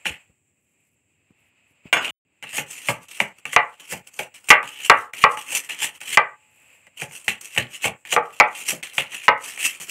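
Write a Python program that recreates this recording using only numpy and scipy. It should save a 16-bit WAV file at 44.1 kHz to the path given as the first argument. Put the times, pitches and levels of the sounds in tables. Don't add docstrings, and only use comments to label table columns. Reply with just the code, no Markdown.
import sys
import numpy as np
from scipy import signal
from scipy.fft import rfft, irfft, next_fast_len
from scipy.io import wavfile
from scipy.ndimage import uniform_filter1d, map_coordinates

SR = 44100
rng = np.random.default_rng(int(sys.argv[2]) if len(sys.argv) > 2 else 0)


def generate_wav(sig):
    pcm = np.round(np.clip(np.atleast_2d(sig).T, -1, 1) * 32767).astype(np.int16)
    wavfile.write(sys.argv[1], SR, pcm)


N = 436590


def amp(db):
    return 10 ** (np.asarray(db) / 20)


def decay(t, t60):
    return amp(-60 * t / t60)


def build_up(t, seconds):
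    return 1 - np.exp(-t / seconds)


def unit(x):
    return x / np.sqrt(np.mean(x ** 2) + 1e-20)


def along(points, hz):
    point_hz, values = np.transpose(points)
    return np.interp(np.log(hz + 1), np.log(point_hz + 1), values)


def curves(rows):
    s, *columns = np.transpose(rows)
    return [np.interp(np.arange(N) / SR, s, column) for column in columns]


def filtered(x, response):
    m = next_fast_len(len(x) + 8192)
    return irfft(rfft(x, m) * response(np.fft.rfftfreq(m, 1 / SR)), m)[:len(x)]


def noise(spectrum, size=N):
    return unit(filtered(rng.standard_normal(size), lambda hz: amp(along(spectrum, hz))))


def wobble(rate):
    knots = rng.standard_normal(int(N * rate / SR) + 4)
    return map_coordinates(knots, [np.arange(N) * rate / SR])


def patchy(x, depth_db):
    z = signal.stft(x, nperseg=512)[2]
    field = uniform_filter1d(rng.standard_normal(z.shape), size=5, axis=0)
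    field = uniform_filter1d(field, size=9, axis=1)
    return unit(signal.istft(z * amp(depth_db * unit(field)), nperseg=512)[1][:N])


def ringing(modes, t, bloom, tilt_db=0):
    ring = 0
    for hz, db, t60 in modes:
        level_db = db + tilt_db * np.log2(hz / 1200) + rng.normal(0, 2.0)
        tone = np.sin(2 * np.pi * hz * rng.normal(1, 0.0046) * t)
        ring = ring + amp(level_db) * decay(t, t60) * build_up(t, bloom / hz) * tone
    return ring


# frequency in Hz, t60 in seconds.
SHELTER_T60 = [(100, .3), (500, 0.28), (1400, 0.3), (3700, 0.14), (9000, .09)]


def shelter(x, size):
    hz, t, z = signal.stft(rng.standard_normal(size), SR, nperseg=256)
    fading = z * decay(t, along(SHELTER_T60, hz)[:, None])
    tail = signal.istft(fading, SR, nperseg=256)[1]
    return signal.fftconvolve(np.pad(x, (180, 0)), tail / np.linalg.norm(tail))[:len(x)]


# time in seconds, level in dB, airy top in dB over that level.
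YARD_LEVELS = [(0, -56.5, -4), (.2, -61, -6.5), (.4, -79, 3.5), (.85, -73, -0.6), (1.05, -77, 0.6),
               (1.4, -66, -9), (1.83, -65, -9), (1.87, -50.5, -13), (1.92, -64, -9), (2.25, -76, -8.5),
               (2.4, -71.5, -5.5), (2.5, -60.5, -8), (6.4, -65, -3), (6.58, -61, -5), (6.7, -55, -6.5),
               (6.93, -65, -5), (7.1, -57, -2.5), (8.03, -68, 3), (8.1, -63.5, -16), (9.9, -57.5, -15)]
# frequency in Hz, relative level in dB per Hz.
AIR_COLOUR = [(290, -35), (500, -6), (1490, -10), (1750, -6.5), (2600, 5.5), (2830, 0), (3530, -16),
              (4120, -20), (5000, -22), (6500, -53), (11000, -120)]
# frequency in Hz, relative level in dB per Hz.
TOP_COLOUR = [(2650, -51), (4500, -21), (6150, -12.5), (7610, 11.5), (9160, -7.5), (10400, -12),
              (11500, -12.5), (14200, -12), (16000, -16.5)]
# frequency in Hz, relative level in dB per Hz.
RUMBLE_COLOUR = [(15, -46.5), (25, -17), (32, -13), (98, 5.5), (201, -3), (259, -1), (425, -8),
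                 (900, -21.5), (1170, -40.5), (1980, -120)]
# centre in seconds, half width in seconds,
# depth in dB.
SUPPRESSOR_DIP = (5.1, .04, 35)


def yard():
    air_db, top_db = curves(YARD_LEVELS)
    centre_s, half_width_s, depth_db = SUPPRESSOR_DIP
    nearness = np.clip(1 - np.abs(np.arange(N) / SR - centre_s) / half_width_s, 0, 1)
    air = amp(air_db + 1.2 * wobble(24)) * (noise(AIR_COLOUR) + amp(top_db) * noise(TOP_COLOUR))
    rumble = amp(-73.5 + 1.2 * wobble(18)) * noise(RUMBLE_COLOUR)
    return amp(-depth_db * nearness) * (air + rumble)


# centre in seconds, level in dB, half width in seconds (to 1/e).
RUSTLE_SWELLS = [(.63, -80, .03), (.71, -80, .03), (.81, -76, .008), (.87, -77, .04), (.935, -78, .02),
                 (1.42, -79, .05), (1.48, -78, .02), (1.71, -76, .04), (6.6, -68, .1), (6.75, -68, .08)]
# frequency in Hz, relative level in dB per Hz.
RUSTLE_COLOUR = [(3000, -30), (6000, -8), (9000, 0), (13000, -3), (16000, -8)]


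def rustles():
    t = np.arange(N) / SR
    swell = sum(amp(db) * np.exp(-((t - s) / width) ** 2) for s, db, width in RUSTLE_SWELLS)
    return swell * amp(3 * wobble(200)) * noise(RUSTLE_COLOUR)


# start in seconds, level in dB, pitch in Hz.
SOFT_BUMPS = [(0.101, -21, 80.7), (0.297, -42, 83.4), (1.305, -41, 218), (1.709, -47, 107),
              (1.855, -29, 185)]
PUFF_COLOUR = [(60, 10.5), (500, -2), (1500, -17.5), (4000, -34)]  # (Hz, relative dB per Hz)


def bumps():
    out, t = np.zeros(N + SR), np.arange(SR // 4) / SR
    for s, db, hz in SOFT_BUMPS:
        push = decay(t, 0.023) * np.sin(2 * np.pi * hz * t)
        puff = amp(-14) * decay(t, 0.097) * noise(PUFF_COLOUR, size=len(t))
        out[round(s * SR):][:len(t)] += amp(db) * build_up(t, .0006) * (push + puff)
    return out[:N]


# start in seconds, level in dB.
KNIFE_LANDINGS = [(1.928, -7), (1.969, -16)]
# frequency in Hz, level in dB, t60 in seconds.
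KNIFE_MODES = [(717, -6.5, 0.057), (2635, 1.5, 0.075), (2830, 5.5, 0.062), (3030, -6.5, 0.14),
               (3440, -13.5, 0.23), (4300, -22.5, 0.064), (4930, -30, 0.35), (5373, -20.5, 0.097),
               (6600, -10, 0.13), (7680, -22.5, 0.33), (8129, -18.5, 0.13), (9345, -31.5, 0.3),
               (11000, -28, 0.12), (11800, -43.5, 5.0)]
# start in seconds, level in dB, t60 in seconds.
KNIFE_SLIDE = (1.94, -33, 1.5)
LANDING_COLOUR = [(250, -43.5), (600, -1.5), (1100, 3.5), (2800, 3.5), (4000, -23),
                  (7000, -19), (15000, -34.5)]


def drop():
    out, t = np.zeros(N + SR), np.arange(SR // 4) / SR
    for s, db in KNIFE_LANDINGS:
        crack = decay(t, 0.029) * noise(LANDING_COLOUR, size=len(t))
        dry = amp(db) * (crack + amp(-10.5) * ringing(KNIFE_MODES, t, bloom=0.6))
        out[round(s * SR):][:len(t)] += dry + amp(-2) * shelter(dry, size=len(t))
    s, db, t60 = KNIFE_SLIDE
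    unsteady = amp(db + 2.5 * wobble(60)[:len(t)])
    out[round(s * SR):][:len(t)] += unsteady * decay(t, t60) * noise(BODY_COLOUR, size=len(t))
    return out[:N]


# frequency in Hz, level in dB over the blow's tube level, t60 in seconds.
LINGER_TONE = (858, -58, 2.5)


def linger():
    hz, over_db, t60 = LINGER_TONE
    out, t = np.zeros(N + SR), np.arange(SR) / SR
    for s, db, tube_db, *_ in KNIFE_BLOWS:
        tone = (1 - t) * np.sin(2 * np.pi * hz * t)
        out[round(s * SR):][:SR] += amp(db + tube_db + over_db) * decay(t, t60) * tone
    return out[:N]


# start in seconds, blow level in dB, then tube, rice and ground thud in dB
# over the blow, crack t60 in seconds, hardness as tilt of the tube's modes in dB per octave.
KNIFE_BLOWS = [(.0558, -14.5, -13, -21, -19, .054, 3), (2.4261, -27, -22, -30, -17, .044, 0),
               (2.4391, -25, -13, -35, -18.5, .043, 11), (2.5336, -27.5, -18, -11, -21, .033, -7),
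               (2.5813, -13.5, -19, -15, -18.5, .097, 3), (2.886, -9.5, -11, -12, -14, .07, -6),
               (3.2029, -3, -26, -18, -26, .028, 0), (3.454, -16, -20, -34, -25, .03, 0),
               (3.5313, -24, -11, -12, -24, .04, 7), (3.5631, 4, -6, -23.5, -51, .021, 0),
               (3.9222, -20, -22.5, -5, -11, .11, -9), (4.1926, -11.5, -25.5, -11, -26, .045, -11),
               (4.4871, -15, -25, -24, -38, .014, -2), (4.5033, 11, -7, -22.5, -47, .048, 4.3),
               (4.6293, -26, -2.5, -25.5, -15, .063, -6), (4.8977, 3, .5, -18, -33, .043, .5),
               (5.136, -20, -26, -24, -32, .019, 7), (5.239, 1, -.5, -18, -36, .03, -.8),
               (5.3728, -22, -10.5, -26, -35, .051, 0), (5.5234, -19, -24.5, -18, -45, .04, 0),
               (5.697, -23.5, -25, -18, -30, .036, 0), (5.8226, -16, -26.5, -35, -41, .036, 6),
               (5.8452, -14, -32, -24, -34.5, .022, 0), (6.0142, -23.5, -29, -29, -35, .059, 6),
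               (6.1729, 1.5, -3, -20, -37, .024, 1), (6.8683, -36, -23, -18, -22, .047, 2),
               (7.0182, -16.5, -20, -21, -16.5, .044, -12.5), (7.1112, -37, -20, -25, -13.5, .034, -3),
               (7.281, -5, -28, -35, -29, .025, -2), (7.5636, -17, -16, -24, -24, .033, -.5),
               (7.5766, -6.5, -25, -29, -14.5, .026, 9), (7.8431, -10, -21.5, -31, -30, .046, 4),
               (7.8515, -10.5, -17, -4.5, -13, .031, -.5), (8.0518, -30, -32, -20, -28, .033, 4),
               (8.125, -10, -18, -10.5, -22, .027, -6), (8.1638, -8, -.5, -5, -29, .023, -5.5),
               (8.3052, -38, -15, -20, -20, .04, -3), (8.4003, 6.5, -7, -21, -42.5, .023, .6),
               (8.7174, -18.5, -39, -10, -11, .035, -4), (8.8283, -31, -22, -36, -42, .04, -2),
               (8.9819, -6, -20, -20, -26, .022, -3), (9.1352, -26, -22, -25, -30, .03, 0),
               (9.2814, 0, 0, -13, -33, .05, -1.9), (9.5762, -23, -23, -31, -42, .027, 6),
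               (9.8008, -29, -32, -30, -17, .03, 0)]
# frequency in Hz, level in dB, t60 in seconds.
TUBE_MODES = [(482, -13.5, 0.13), (555.7, -13.5, 0.12), (724.6, -8, .08), (852.6, -5.5, 0.15),
              (856, -31, 0.41), (953, -6.5, 0.066), (1000, -9.5, 0.081), (1164, -5.5, 0.12),
              (1209.3, -1, 0.074), (1260, -5.5, .09), (1335, -9, .08), (1399, -13, 0.023), (1578, -8, 0.11),
              (1875, -8.5, 0.095), (1963, -6, 0.11), (2030, -2, 0.03), (2055, -6, 0.064), (2134, -6, .09),
              (2258, -10.5, 0.089), (2357, -9, 0.07), (2420, -12, 0.024), (2652, -12, 0.038)]
# frequency in Hz, relative level in dB per Hz.
CRACK_COLOUR = [(410, -16.5), (700, -12), (864, 6), (1050, -48.5), (1380, -7), (2160, 2.5), (2780, 2),
                (3650, -20.5), (4500, -21.5), (5850, -41.5), (9900, -120)]
# frequency in Hz, relative level in dB per Hz.
THUD_COLOUR = [(15, -61.5), (25, -22), (70, -7.5), (145, 4.5), (218, 0), (321, -8), (600, -3.5), (780, -36),
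               (1320, -120)]
# (Hz, relative dB per Hz)
KNOCK_COLOUR = [(300, -54), (600, -7.5), (1200, 16.5), (2200, -17), (3500, -38)]
RICE_COLOUR = [(120, -27), (300, -7), (600, 9), (1200, -10.5), (2500, -57.5)]
SPLINTER_DB, SPLINTER_TOP_DB = -1.5, -22
BITE_DB = 14


def blows():
    out, t = np.zeros(N + SR), np.arange(SR * 2 // 5) / SR
    for s, db, tube_db, rice_db, thud_db, crack_t60, tilt_db in KNIFE_BLOWS:
        chatter = amp(4.0 * map_coordinates(rng.standard_normal(100), [t * 150]))
        ring = chatter * ringing(TUBE_MODES, t, bloom=1.0, tilt_db=tilt_db)
        knock = decay(t, 0.047) * noise(KNOCK_COLOUR, size=len(t))
        tube = amp(tube_db) * (amp(-5.5) * ring + amp(-3.5) * knock)

        crack = decay(t, max(crack_t60, .005)) * noise(CRACK_COLOUR, size=len(t))
        bite = amp(BITE_DB) * decay(t, .005) * np.sin(2 * np.pi * 2300 * t)
        splinter_db = min(SPLINTER_DB, SPLINTER_TOP_DB - db)
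        splinter = amp(splinter_db) * decay(t, .01) * noise(HISS_COLOUR, size=len(t))
        skin = amp(-7) * (crack + bite + splinter)

        rice = amp(rice_db) * decay(t, 0.11) * build_up(t, 0.0092) * noise(RICE_COLOUR, size=len(t))
        thud = amp(thud_db) * decay(t, 0.15) * build_up(t, 0.0064) * noise(THUD_COLOUR, size=len(t))
        dry = amp(db) * build_up(t, .0003) * (tube + skin + rice + thud)
        out[round(s * SR):][:len(t)] += dry + amp(-10.5) * shelter(dry, size=len(t))
    return out[:N]


# time of the peak in seconds, hiss level in dB, swell in seconds, swell in dB,
# seconds to fade by FADE_DB, rasp in dB over the hiss.
BLADE_SCRAPES = [(0.06, -30.9, 0.012, 30.0, 0.092, 12.9), (1.93, -28.7, 0.002, 1.0, 0.07, 11.0),
                 (2.034, -41.8, 0.038, 18.2, 0.326, 13.6), (2.43, -54.3, 0.004, 1.0, 0.4, 13.9),
                 (2.578, -29.8, 0.1, 26.6, 0.078, 1.0), (2.716, -40.3, 0.054, 20.6, 0.3, -1.0),
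                 (2.88, -38.3, 0.1, 7.9, 0.03, -0.1), (2.888, -26.6, 0.002, 1.0, 0.073, 2.4),
                 (3.026, -50.1, 0.03, 21.0, 0.108, -0.1), (3.196, -47.0, 0.112, 1.4, 0.02, 2.6),
                 (3.203, -34.7, 0.002, 1.0, 0.1, 1.6), (3.383, -51.3, 0.044, 33.0, 0.07, -3.6),
                 (3.522, -46.2, 0.068, 2.4, 0.03, 7.0), (3.538, -24.5, 0.016, 16.0, 0.025, -2.1),
                 (3.79, -60.6, 0.2, 8.9, 0.03, 4.3), (3.8, -47.4, 0.002, 1.0, 0.2, 3.8),
                 (3.924, -28.3, 0.052, 26.3, 0.068, -2.8), (4.074, -47.1, 0.044, 29.5, 0.081, -6.1),
                 (4.185, -42.2, 0.075, 17.1, 0.02, -7.1), (4.192, -28.9, 0.002, 1.0, 0.071, 2.2),
                 (4.352, -42.0, 0.012, 6.0, 0.08, 3.0), (4.48, -48.5, 0.088, 9.1, 0.02, -2.5),
                 (4.492, -15.9, 0.006, 22.0, 0.01, -6.5), (4.506, -20.2, 0.003, 9.0, 0.031, 1.4),
                 (4.826, -47.5, 0.196, 4.1, 0.05, 6.7), (4.858, -34.3, 0.032, 14.6, 0.074, 2.6),
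                 (4.9, -38.5, 0.003, 4.0, 0.044, 9.1), (5.004, -46.2, 0.066, 18.5, 0.112, 2.4),
                 (5.234, -33.4, 0.1, 13.9, 0.027, 5.6), (5.324, -42.4, 0.048, 25.2, 0.091, 0.8),
                 (5.424, -40.7, 0.054, 0.3, 0.12, 1.9), (5.566, -22.0, 0.12, 25.7, 0.067, -0.7),
                 (5.648, -42.5, 0.014, 8.0, 0.062, 0.4), (5.708, -37.2, 0.018, 5.0, 0.135, 9.4),
                 (5.846, -23.7, 0.084, 25.6, 0.067, 3.2), (5.958, -50.7, 0.032, 9.2, 0.087, 3.0),
                 (6.151, -28.7, 0.146, 20.8, 0.016, 3.5), (6.175, -41.5, 0.003, 5.0, 0.013, 14.2),
                 (7.018, -34.4, 0.058, 25.3, 0.066, 0.9), (7.156, -40.2, 0.078, 21.8, 0.11, -3.5),
                 (7.272, -44.9, 0.064, 13.9, 0.02, -5.0), (7.283, -27.8, 0.002, 1.0, 0.078, 10.1),
                 (7.46, -41.3, 0.05, -0.6, 0.13, -2.4), (7.565, -38.0, 0.06, 17.1, 0.028, 1.0),
                 (7.578, -27.9, 0.002, 1.0, 0.072, 14.7), (7.753, -42.0, 0.082, 24.6, 0.094, 1.1),
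                 (7.855, -25.1, 0.056, 25.5, 0.049, 4.4), (8.089, -52.9, 0.038, -3.8, 0.05, 6.7),
                 (8.129, -17.2, 0.04, 33.0, 0.038, 2.5), (8.39, -50.8, 0.17, 14.2, 0.021, 0.1),
                 (8.41, -54.0, 0.002, 1.0, 0.089, 16.0), (8.59, -36.2, 0.126, 30.7, 0.13, 1.2),
                 (8.696, -19.9, 0.06, 24.1, 0.077, -3.5), (8.834, -36.1, 0.006, 1.5, 0.157, 7.6),
                 (8.974, -40.4, 0.04, -0.4, 0.02, -3.9), (8.982, -28.0, 0.002, 1.0, 0.08, 11.5),
                 (9.146, -37.7, 0.07, 25.9, 0.138, 7.3), (9.27, -45.2, 0.04, -2.3, 0.028, 3.2),
                 (9.454, -34.2, 0.084, 30.3, 0.24, 0.2), (9.652, -22.1, 0.08, 22.8, 0.116, 0.9),
                 (9.82, -33.2, 0.02, 4.0, 0.081, -3.3), (9.899, -26.7, 0.03, 22.0, 0.05, -3.0)]
FADE_DB = 30
RASP_LAGS = .08


def scrapes():
    hiss, rasp, t = np.zeros(N + SR), np.zeros(N + SR), np.arange(SR // 2) / SR
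    for s, db, swell_s, swell_db, fade_s, rasp_db in BLADE_SCRAPES:
        swelling_db = swell_db * (1 - t / swell_s)
        fading_db = FADE_DB * (t - swell_s) / fade_s
        under_db = np.where(t < swell_s, swelling_db, fading_db)
        start = round((s - swell_s) * SR)
        at = slice(start, start + len(t))
        hiss[at] += amp(db - under_db) ** 2
        rasp[at] += amp(db + rasp_db - (1 - RASP_LAGS) * under_db) ** 2
    return np.sqrt(hiss[:N]), np.sqrt(rasp[:N])


# frequency in Hz, width in Hz, relative level in dB.
BLADE_RESONANCES = [(2670, 60, 0), (3100, 50, -3), (4300, 30, -9), (4820, 30, -12), (5660, 30, -11),
                    (5970, 30, -10), (6950, 30, -4), (7250, 30, -6), (7600, 30, -2), (7950, 30, -5),
                    (8330, 30, -2), (8750, 30, -5), (9730, 25, -1), (10700, 30, -9), (11800, 25, -2),
                    (12500, 25, -8), (13780, 25, -9)]
# frequency in Hz, relative level in dB per Hz.
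HISS_COLOUR = [(2120, -20), (3600, -26), (4300, -12.5), (5280, -7.5), (5880, -2), (8620, 1.5),
               (10600, -7.5), (12200, -8), (15600, -17), (16100, -21), (16500, -101)]
# frequency in Hz, relative level in dB per Hz.
RASP_COLOUR = [(760, -49), (1300, -30), (1430, -24.5), (1760, -2.5), (2530, 3.5), (2660, 7.5), (3100, 3.5),
               (3680, -11), (4200, -12), (5460, -49.5), (9240, -120)]
# frequency in Hz, relative level in dB per Hz.
BODY_COLOUR = [(30, -48.5), (70, -17.5), (150, -11), (350, -4.5), (700, -7.5), (1500, -3), (2100, -36.5),
               (3500, -120)]
BODY_DB, BODY_GROWS, BODY_RASP = -26, .45, .25


def steel(hz):
    return sum(amp(db) * 1j * hz * width / (centre ** 2 - hz ** 2 + 1j * hz * width)
               for centre, width, db in BLADE_RESONANCES)


def shaving():
    hiss, rasp = scrapes()
    pressure = unit(amp(1.6 * wobble(35)))
    snaps = (rng.random(N) < 500 / SR) * rng.exponential(0.53, N)
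    snapping = np.convolve(snaps, decay(np.arange(300) / SR, 0.024))[:N]
    tearing = unit(amp(2.2 * wobble(300)) + snapping)

    singing = amp(13) * filtered(hiss * pressure * tearing * rng.standard_normal(N), steel)
    hissing = hiss * patchy(noise(HISS_COLOUR), depth_db=3)
    rasping = rasp * amp(0.56 * wobble(30)) * patchy(noise(RASP_COLOUR), depth_db=2.5)
    body_gain = hiss ** BODY_GROWS * rasp ** BODY_RASP * amp(BODY_DB + 2.0 * wobble(30))
    body = body_gain * noise(BODY_COLOUR)
    dry = pressure * (tearing * (hissing + rasping) + body) + singing
    return dry + amp(-13.5) * shelter(dry, size=SR // 2)


def suppressed(x, below_db, depth_db, ratio):
    power = np.convolve(x ** 2, np.ones(900) / 900)[200:][:N]
    level_db = 10 * np.log10(np.abs(power) + 1e-12)
    return x * amp(np.clip(ratio * (level_db - below_db), -depth_db, 0))


# start in seconds, end in seconds.
SILENCE = (2.108, 2.25)
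WORK_RESUMES_S = 2.42


def scene():
    t = np.arange(N) / SR
    silent_from, silent_to = SILENCE
    playing = (t < silent_from) | (t > silent_to)
    working = (t < silent_from) | (t > WORK_RESUMES_S)
    work = suppressed(shaving() + blows() + drop(), below_db=-49.5, depth_db=11, ratio=3.4)
    faint = bumps() + linger() + yard() + rustles()
    return ((work * working + faint) * playing)[None]


TOP_HZ = 15700


def record(dry):
    thin = signal.sosfilt(signal.butter(3, 68, "highpass", fs=SR, output="sos"), dry[0])
    clipped = thin / (1 + np.abs(thin / .95) ** 8) ** (1 / 8)
    return filtered(clipped, lambda hz: (hz < TOP_HZ) * 1j * hz / (45 + 1j * hz))[None]


dry = scene()
out = record(dry)
generate_wav(out)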